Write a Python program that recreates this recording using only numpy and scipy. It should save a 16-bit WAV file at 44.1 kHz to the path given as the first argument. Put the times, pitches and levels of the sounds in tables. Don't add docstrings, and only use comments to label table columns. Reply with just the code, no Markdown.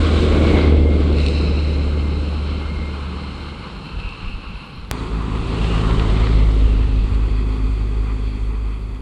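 import sys
import numpy as np
from scipy import signal
from scipy.fft import rfft, irfft, next_fast_len
from scipy.io import wavfile
from scipy.ndimage import uniform_filter1d

SR = 44100
rng = np.random.default_rng(int(sys.argv[2]) if len(sys.argv) > 2 else 0)


def master(y):
    cut = np.clip(np.atleast_2d(y).T, -1, 1)
    pcm = np.round(cut * 32767)
    wavfile.write(sys.argv[1], SR, pcm.astype(np.int16))


N = 397429
TIME = np.arange(N) / SR
CHANGE_S = 4.913

# closest approach t/s, speed [m/s], closest distance [m], firing f/Hz
VAN_PASS = (.68, 9.5, 1.256, 75.55)
CAR_PASS = (6.3, 8.6, 2.56, 53.15)
# t/s, level/dB
VAN_TONE = [(0, -16), (.1, -16), (.6, -16), (.7, -11.5), (1.2, -16), (2.2, -20), (3.2, -28), (3.6, -36),
            (3.9, -46)]
CAR_TONE = [(4.93, -30), (5.3, -24.5), (5.55, -23), (5.67, -20), (6.1, -18), (6.33, -14), (7.1, -17),
            (8.0, -19), (9.01, -26.5)]
# multiple of firing, level/dB from the front, level/dB from behind
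VAN_ORDERS = [(0.502, -29, -17), (0.699, -16, -25), (2, -18.5, -20), (2.501, -26, -37), (3, -24, -21),
              (4, -22, -22)]
CAR_ORDERS = [(.5, -16, -25), (1.5, -16.5, -21.5), (2, -5.5, -11.5), (3, -8, -22.5), (4, -24, -27),
              (5, -23.5, -19), (7, -19, -30), (8, -24, -29.5)]
# f/Hz, level/dB per Hz
VAN_NEAR_ROAR = [(56, -43), (95, -3), (108, -11.5), (227, -4.5), (319, -4.5), (369, -5.5), (481, -7.5),
                 (850, -27.5), (1100, -60), (1870, -120)]
VAN_FAR_ROAR = [(56, -38), (95, -5), (124, -2), (182, 1), (397, -19.5), (481, -14), (701, -26.5),
                (850, -19), (1100, -37), (1870, -120)]
CAR_NEAR_ROAR = [(71, -46), (120, -5), (195, -4), (268, -7), (331, -9.5), (427, -9.5), (654, -21),
                 (850, -24.5), (1100, -62), (1870, -120)]
CAR_FAR_ROAR = [(71, -32), (120, -10.5), (151, -10), (263, -5.5), (308, -13), (403, -10), (613, -26.5),
                (850, -25.5), (1100, -51), (1870, -120)]
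# f/Hz, level/dB per Hz
VAN_FRONT_HISS = [(380, -25.5), (650, -25), (875, -17), (1100, 2.5), (1200, -2), (1450, -3.5), (1820, -12),
                  (2200, -2.5), (2570, -5), (4060, -6.5), (6000, -27.5), (7800, -58), (13200, -120)]
VAN_REAR_HISS = [(380, -50), (650, -15), (820, -1), (1340, 0), (1630, -8), (1890, -14), (2080, -6.5),
                 (2430, -5), (2720, -1.5), (3130, -1.5), (3370, -16.5), (4210, -1.5), (4760, -18.5),
                 (5370, -17.5), (6000, -37.5), (7800, -62), (13200, -120)]
CAR_FRONT_HISS = [(380, -33), (650, -9.5), (883, -2), (1070, 1), (1270, -0.5), (1650, -12), (1950, -10.5),
                  (2410, -12), (3070, -10.5), (4250, -13), (6000, -33.5), (7800, -51), (13200, -120)]
CAR_REAR_HISS = [(380, -19), (650, -18), (720, -3.5), (1160, 4), (1680, -9), (1740, -12.5), (1980, -5),
                 (2320, -7.5), (2500, -2), (2930, -17), (3310, -6.5), (3880, -20), (4580, -9), (5170, -32),
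                 (6000, -39), (7800, -53), (13200, -120)]
# f/Hz, level/dB per Hz
RUSTLE_COLOUR = [(2940, -31.5), (5000, -8.5), (6070, -6), (7480, -3), (8730, -5.5), (9380, -10.5),
                 (10200, -6.5), (13300, -57), (22000, -120)]
# t/s, level/dB
VAN_SNOW = [(0, 2), (.6, -0.5), (.76, -7.5), (.9, -6.5), (1.05, -4.5), (1.45, -7.5), (3.2, -6), (4.1, -8.5),
            (4.8, -11)]
CAR_SNOW = [(4.93, -0.5), (5.1, -4.5), (5.45, -0.5), (5.71, 2.5), (6.23, 0), (6.4, -2.5), (6.9, -5.5),
            (8.0, -6), (9.01, -11)]
# level/dB from the front, level/dB from behind, share of spreading loss, loss [dB/m], share of snow swing
VAN_LAYERS = [
    (-14.5, -16, 0.34, 0.2953, 0.074),
    (-31.5, -33, 0.058, -0.02, 0.95),
    (-33.5, -34, 0.025, 0.04, 0.94),
    (-49, -50, 0.055, 0.07, 1.19),
    (-21, -26.5, 0.083, 0.23, 0.11),
]
CAR_LAYERS = [
    (-24, -25.5, 0.32, 0.23, 0.27),
    (-33, -36, 0.033, 0.11, 0.84),
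    (-38.5, -37.5, 0.058, .03, 1.02),
    (-52.5, -52, .05, .03, 1.08),
    (-22, -19, 0.32, .3, .1),
]
VAN_FAR = [
    (6.5, 1.5, .2, 0.74),
    (14, 15.7, 0.1, 0.93),
]
CAR_FAR = [
    (8.1, 1.5, 0.54, 0.91),
    (6.7, 1.25, 1, 0.74),
]
# f/Hz, level/dB per Hz
WAKE_COLOUR = [(1290, -28), (2200, -4), (2690, 1.5), (3450, -21.5), (3940, 2.5), (4080, 1), (4230, 1),
               (4630, -19), (5050, -10), (5680, -23.5), (6000, -25), (7800, -47), (13200, -120)]
# t/s, level/dB, half length [s]
WHINE_SWELLS = [(.1, -38, .2), (.55, -27, 0.17), (.85, -36.5, 0.24), (1.25, -45, 0.092), (1.75, -42, 0.14),
                (2.08, -39.5, 0.15), (2.75, -38, 0.22), (3.4, -43.5, 0.29)]
# t/s, level/dB, half length [s]
WHISTLE_SWELLS = [(3.92, -40.5, 0.13), (4.08, -34, 0.077), (4.27, -33.5, 0.081), (4.55, -37, 0.2)]
# t/s, peak level/dB
RATTLES = [(1.1274, -31), (1.183, -23.5), (1.1994, -27), (1.262, -19.5), (1.2824, -21), (1.3613, -32),
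           (3.999, -35), (4.0893, -31), (7.1447, -34)]
# f/Hz, level/dB, 60 dB decay [s]
RATTLE_MODES = [(2700, 4, .012), (3800, 2, 0.022), (4340, 3.5, 0.016), (4700, -7, 0.011),
                (7200, -25, 0.0065), (8700, -9, 0.007)]
# t/s, peak level/dB
CRUNCHES = [(5.644, -17), (5.779, -19), (5.909, -17), (5.996, -14.5), (6.064, -26), (6.099, -23),
            (6.139, -23), (6.171, -21), (6.27, -16.5), (6.329, -25)]
# far f/Hz, rise when closest f/Hz, closest t/s, width f/Hz
UPPER_BAND = (2300, 900, 6.2, 290)
LOWER_BAND = (1850, 300, 6.33, 160)
# t/s, level/dB, half length [s]
UPPER_SWELLS = [(5.3, -48, 0.23), (5.72, -36.5, 0.21), (6.72, -43.5, 0.24), (7.1, -51, 0.18)]
LOWER_SWELLS = [(5.95, -50, 0.13), (6.28, -43, 0.22), (6.6, -53.5, .4)]
# half length [s], from f/Hz, to f/Hz, level/dB
SQUEAK = (.02, 4300, 3800, -41)
# t/s, level/dB, half length [s]
CHURN_SWELLS = [
    (.52, -30.5, 0.23),
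    (5.68, -43, 0.16),
    (6.15, -38, 0.1),
]
# f/Hz, level/dB per Hz
CHURN_COLOUR = [(400, -14), (600, -1), (900, -3), (1500, -11.5), (2300, -9), (3200, -13), (4500, -35)]
# t/s, level/dB, half length [s]
GUSTS = [(.17, -25, .06), (.52, -21, .08), (3.06, -34, 0.03), (3.98, -23.5, 0.042), (4.07, -22, .03),
         (4.27, -23, 0.043), (4.36, -25.5, .03), (4.52, -30.5, 0.081), (4.83, -30, 0.069), (5.5, -26, 0.19),
         (6.05, -20.5, 0.094), (6.75, -20, 0.16), (7.1, -22, 0.16), (8.55, -37.5, 0.16)]
# f/Hz, level/dB per Hz
GUST_COLOUR = [(12, -30), (20, -5), (32, -0.5), (60, -2.5), (95, -11.5), (140, -26), (250, -47)]
# f/Hz, level/dB per Hz
RUMBLE_COLOUR = [(15, -39), (24, -26.5), (33, -8), (45, 5.5), (65, -6.5), (90, -9.5), (130, -20.5),
                 (250, -41)]


def from_db(db):
    return np.exp(np.asarray(db) * np.log(10) / 20)


def rms_one(x):
    return x / np.sqrt(np.mean(x ** 2) + 1e-20)


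def in_time(rows):
    s, level_db = np.transpose(rows)
    return np.interp(TIME, s, level_db)


def swells(rows):
    return sum(from_db(db) * np.exp(-((TIME - s) / half_s) ** 2) for s, db, half_s in rows)


def bandpass(x, order, low_hz, high_hz):
    return signal.sosfilt(signal.butter(order, [low_hz, high_hz], "band", fs=SR, output="sos"), x)


def drift(rate):
    r = np.exp(-80 * np.pi * rate / SR)
    slow = signal.lfilter([1], [1, -2 * r, r * r], rng.standard_normal(N // 40 + 2002))[2000:]
    return np.interp(np.arange(N) / 40, np.arange(len(slow)), rms_one(slow))


def narrow(turns, width_hz):
    angle = 2 * np.pi * turns
    return drift(width_hz) * np.cos(angle) + drift(width_hz) * np.sin(angle)


def coloured(spectrum, patchy_db, count):
    size = next_fast_len(N)
    octave = np.log2(np.arange(size // 2 + 1) * SR / size + 1e-3)
    hz, level_db = np.transpose(spectrum)
    colour = from_db(np.interp(octave, np.log2(hz), level_db, left=-90, right=-90))
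    shaped = rfft(rng.standard_normal(size)) * colour
    centres = np.linspace(np.log2(hz[0]), np.log2(hz[-1]), count)
    together = drift(25.0)
    out = 0
    for k in range(count):
        band = irfft(shaped * np.interp(octave, centres, np.arange(count) == k), size)[:N]
        out = out + band * from_db(patchy_db * (0.5 * together + drift(5.5)))
    return rms_one(out)


def turning(near, far, share, patchy_db, count):
    share = np.clip(share, 0, 1)
    near_noise = coloured(near, patchy_db, count)
    return np.sqrt(1 - share) * near_noise + np.sqrt(share) * coloured(far, patchy_db, count)


def place(course, ahead_s):
    closest_s, speed, gap_m, _ = course
    along = speed * (TIME - closest_s + ahead_s)
    metres = np.hypot(along, gap_m)
    return metres, (1 + along / metres) / 2


def passing(closest_s, speed, gap_m, firing_hz):
    along = speed * (TIME - closest_s)
    leaving = along / np.hypot(along, gap_m)
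    return firing_hz / (1 + leaving * speed / 343), (1 + leaving) / 2


def engine(course, tone, orders, waver_db, waver_turns):
    hz, rear = passing(*course)
    turns = np.cumsum(hz) / SR + waver_turns * drift(3.6)
    skew = 1.1
    out = np.cos(2 * np.pi * turns - skew) * from_db(waver_db * drift(35.0))
    for multiple, front_db, rear_db in orders:
        gain = from_db(front_db + (rear_db - front_db) * rear + 2 * waver_db * drift(10.0))
        order_turns = multiple * turns + multiple * waver_turns * drift(5.8)
        out += gain * np.cos(2 * np.pi * order_turns - skew)
    sounding = np.clip((tone[-1][0] - TIME) / .1 + 1, 0, 1)
    return np.sqrt(2) * from_db(in_time(tone)) * out * sounding, turns


def road_noise(course, snow, layers, far, turns, roars, hisses, throb):
    metres, rear = place(course, 0.14)
    spread_db = 20 * np.log10(metres / course[2])
    snow_db = in_time(snow)
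    gains = []
    for front_db, rear_db, share, loss_per_m, swing in layers:
        facing_db = front_db + (rear_db - front_db) * rear
        gains.append(from_db(facing_db - share * spread_db - loss_per_m * metres + swing * snow_db))
    roar_gain, tyre_gain, spray_gain, rustle_gain, rumble_gain = gains
    shares = []
    for half_m, over_m, ahead, behind in far:
        distant = (1 + np.tanh((metres - half_m) / over_m)) / 2
        shares.append((ahead + (behind - ahead) * rear) * distant)
    hiss_share, roar_share = shares

    size = next_fast_len(N)
    hiss = rfft(turning(*hisses, hiss_share, patchy_db=1.46, count=4), size)
    upper = np.clip((np.linspace(0, SR / 2, len(hiss)) - 1780) / 500 + .5, 0, 1)
    tyre = rms_one(irfft(hiss * (1 - upper), size)[:N])
    spray = rms_one(irfft(hiss * upper, size)[:N])
    pulse = 1 + throb * np.cos(2 * np.pi * turns)
    low = roar_gain * turning(*roars, roar_share, patchy_db=0.28, count=3) + tyre_gain * tyre
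    rustle = rustle_gain * coloured(RUSTLE_COLOUR, patchy_db=.7, count=2)
    return pulse * low + spray_gain * spray + rustle, rumble_gain


def wake():
    after = np.maximum(TIME - 1.12, 0)
    rise = 1 - np.exp(-after / 0.061)
    fall = from_db(-32) * np.exp(-after / 0.5) + from_db(-48.5) * np.exp(-after / 2.5)
    dust = coloured(WAKE_COLOUR, patchy_db=2.0, count=3)
    rustle = from_db(-19) * coloured(RUSTLE_COLOUR, patchy_db=2.5, count=2)
    return rise * fall * (dust + rustle)


def whine():
    gearbox_ahead_s, teeth_per_firing = .12, 28.8
    hz, _ = passing(VAN_PASS[0] - gearbox_ahead_s, *VAN_PASS[1:])
    turns = teeth_per_firing * np.cumsum(hz) / SR
    near = swells(WHINE_SWELLS[:2]) * narrow(turns, width_hz=99)
    later = swells(WHINE_SWELLS[2:]) * narrow(turns, width_hz=38)
    whistle = swells(WHISTLE_SWELLS) * narrow(2670 * TIME, width_hz=160)
    return from_db(-6.0) * (near + later) + from_db(-5.5) * whistle


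def rattles():
    at = [round(row[0] * SR) for row in RATTLES]
    peak_db = np.array(RATTLES)[:, 1]
    luck_db = rng.normal(0, 1.5, (len(at), len(RATTLE_MODES)))
    contact = np.hanning(260)[60:] * rng.standard_normal((len(RATTLE_MODES), 200))
    out = np.zeros(N)
    for k, (hz, level_db, t60) in enumerate(RATTLE_MODES):
        knocks = np.full(N, 1e-18)
        knocks[at] = from_db(peak_db + level_db - 25.0 + luck_db[:, k])
        scrape = signal.oaconvolve(knocks, contact[k])[:N]
        r, w = from_db(-60 / (t60 * SR)), 2 * np.pi * hz / SR
        out += signal.lfilter([0, np.sin(w)], [1, -2 * r * np.cos(w), r * r], scrape)
    return bandpass(out, 6, 2000, 9800)


def crunches():
    strength = np.zeros(N)
    strength[[round(s * SR) for s, _ in CRUNCHES]] = from_db(np.array(CRUNCHES)[:, 1] - 9)
    fall = np.exp(-1 / (0.0041 * SR))
    burst = signal.lfilter([1], [1, -fall], strength + 1e-18) * rng.standard_normal(N)
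    return 3 * bandpass(burst, 4, 600, 3600)


def ground_bands():
    out = 0
    for band, rows in ((UPPER_BAND, UPPER_SWELLS), (LOWER_BAND, LOWER_SWELLS)):
        far_hz, rise_hz, closest_s, width_hz = band
        metres, _ = place(CAR_PASS, CAR_PASS[0] - closest_s)
        hz = far_hz + rise_hz * CAR_PASS[2] / metres
        out = out + swells(rows) * narrow(np.cumsum(hz) / SR, width_hz)
    return out


def squeak():
    half_s, from_hz, to_hz, level_db = SQUEAK
    progress = np.clip((TIME - 4.99) / half_s, -1, 1)
    turns = np.cumsum(from_hz + (to_hz - from_hz) * (progress + 1) / 2) / SR
    return from_db(level_db) * (1 - progress ** 2) * np.sin(2 * np.pi * turns)


def churn():
    return swells(CHURN_SWELLS) * coloured(CHURN_COLOUR, patchy_db=3.0, count=2)


def scene_change_click():
    after = TIME - CHANGE_S
    jump = -from_db(0.0) * np.exp(-np.maximum(after, 0) / 0.00011) * (after >= 0)
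    return signal.sosfiltfilt(signal.cheby2(10, 40, 17400, fs=SR, output="sos"), jump)


def ice_tick():
    noise = bandpass(rng.standard_normal(N), 2, 5000, 7500)
    return swells([(8.9485, -54, .0015)]) * rms_one(noise)


def wind(rumble_gain):
    gust = coloured(GUST_COLOUR, patchy_db=-1.0, count=2)
    gust = gust / np.sqrt(uniform_filter1d(gust ** 2, size=2600) + .05)
    return rumble_gain * coloured(RUMBLE_COLOUR, patchy_db=0.5, count=2) + swells(GUSTS) * gust


def microphone_hiss(sound):
    loudness_db = 10 * np.log10(uniform_filter1d(sound ** 2, size=22050) + 1e-9)
    hiss = bandpass(rng.standard_normal(N), 4, 9300, 15000)
    return from_db(-62.5 - 0.23 * (loudness_db + 15.5)) * hiss


def ragged_top(x):
    frame = dict(window="cosine", nperseg=2048, noverlap=1024, fs=SR)
    hz, s, z = signal.stft(x, **frame)
    hiss_power = np.sum(np.abs(z[48:240]) ** 2, axis=0)
    hiss_db = 10 * np.log10(uniform_filter1d(hiss_power, size=9) + 1e-12)
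    quiet_db = np.maximum(-35 - hiss_db, 0)
    luck = np.repeat(rng.exponential(1, (129, len(s))), 8, axis=0)[:len(hz)]
    edge_hz = 9350 + 15 * quiet_db
    fray_hz = 280 + 85 * quiet_db
    patch_hz = 8 * SR / 2048
    kept = hz[:, None] // patch_hz * patch_hz < edge_hz + fray_hz * luck
    return signal.istft(z * kept, **frame)[1][:N]


def scene():
    van_tone, van_turns = engine(VAN_PASS, VAN_TONE, VAN_ORDERS, waver_db=0.64, waver_turns=0.027)
    car_tone, car_turns = engine(CAR_PASS, CAR_TONE, CAR_ORDERS, waver_db=0.5, waver_turns=0.017)
    van_road, van_rumble = road_noise(
        VAN_PASS, VAN_SNOW, VAN_LAYERS, VAN_FAR, van_turns,
        (VAN_NEAR_ROAR, VAN_FAR_ROAR), (VAN_FRONT_HISS, VAN_REAR_HISS), throb=0.076)
    car_road, car_rumble = road_noise(
        CAR_PASS, CAR_SNOW, CAR_LAYERS, CAR_FAR, car_turns,
        (CAR_NEAR_ROAR, CAR_FAR_ROAR), (CAR_FRONT_HISS, CAR_REAR_HISS), throb=0.081)
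    van = van_tone + van_road + wake() + whine()
    car = car_tone + car_road + ground_bands() + crunches() + squeak()
    van_time = TIME < CHANGE_S
    air = wind(np.where(van_time, van_rumble, car_rumble))
    return (np.where(van_time, van, car) + rattles() + churn() + ice_tick() + air)[None]


def low_pass(x):
    return signal.sosfilt(signal.butter(12, 16990, fs=SR, output="sos"), x)


def record(dry):
    heard = ragged_top(dry[0] + microphone_hiss(dry[0]))
    ends = np.clip(np.minimum(TIME, TIME[::-1]) / .004, 0, 1)
    mix = ((heard + scene_change_click()) * ends)[None]
    return low_pass(mix)


dry = scene()
out = record(dry)
master(out)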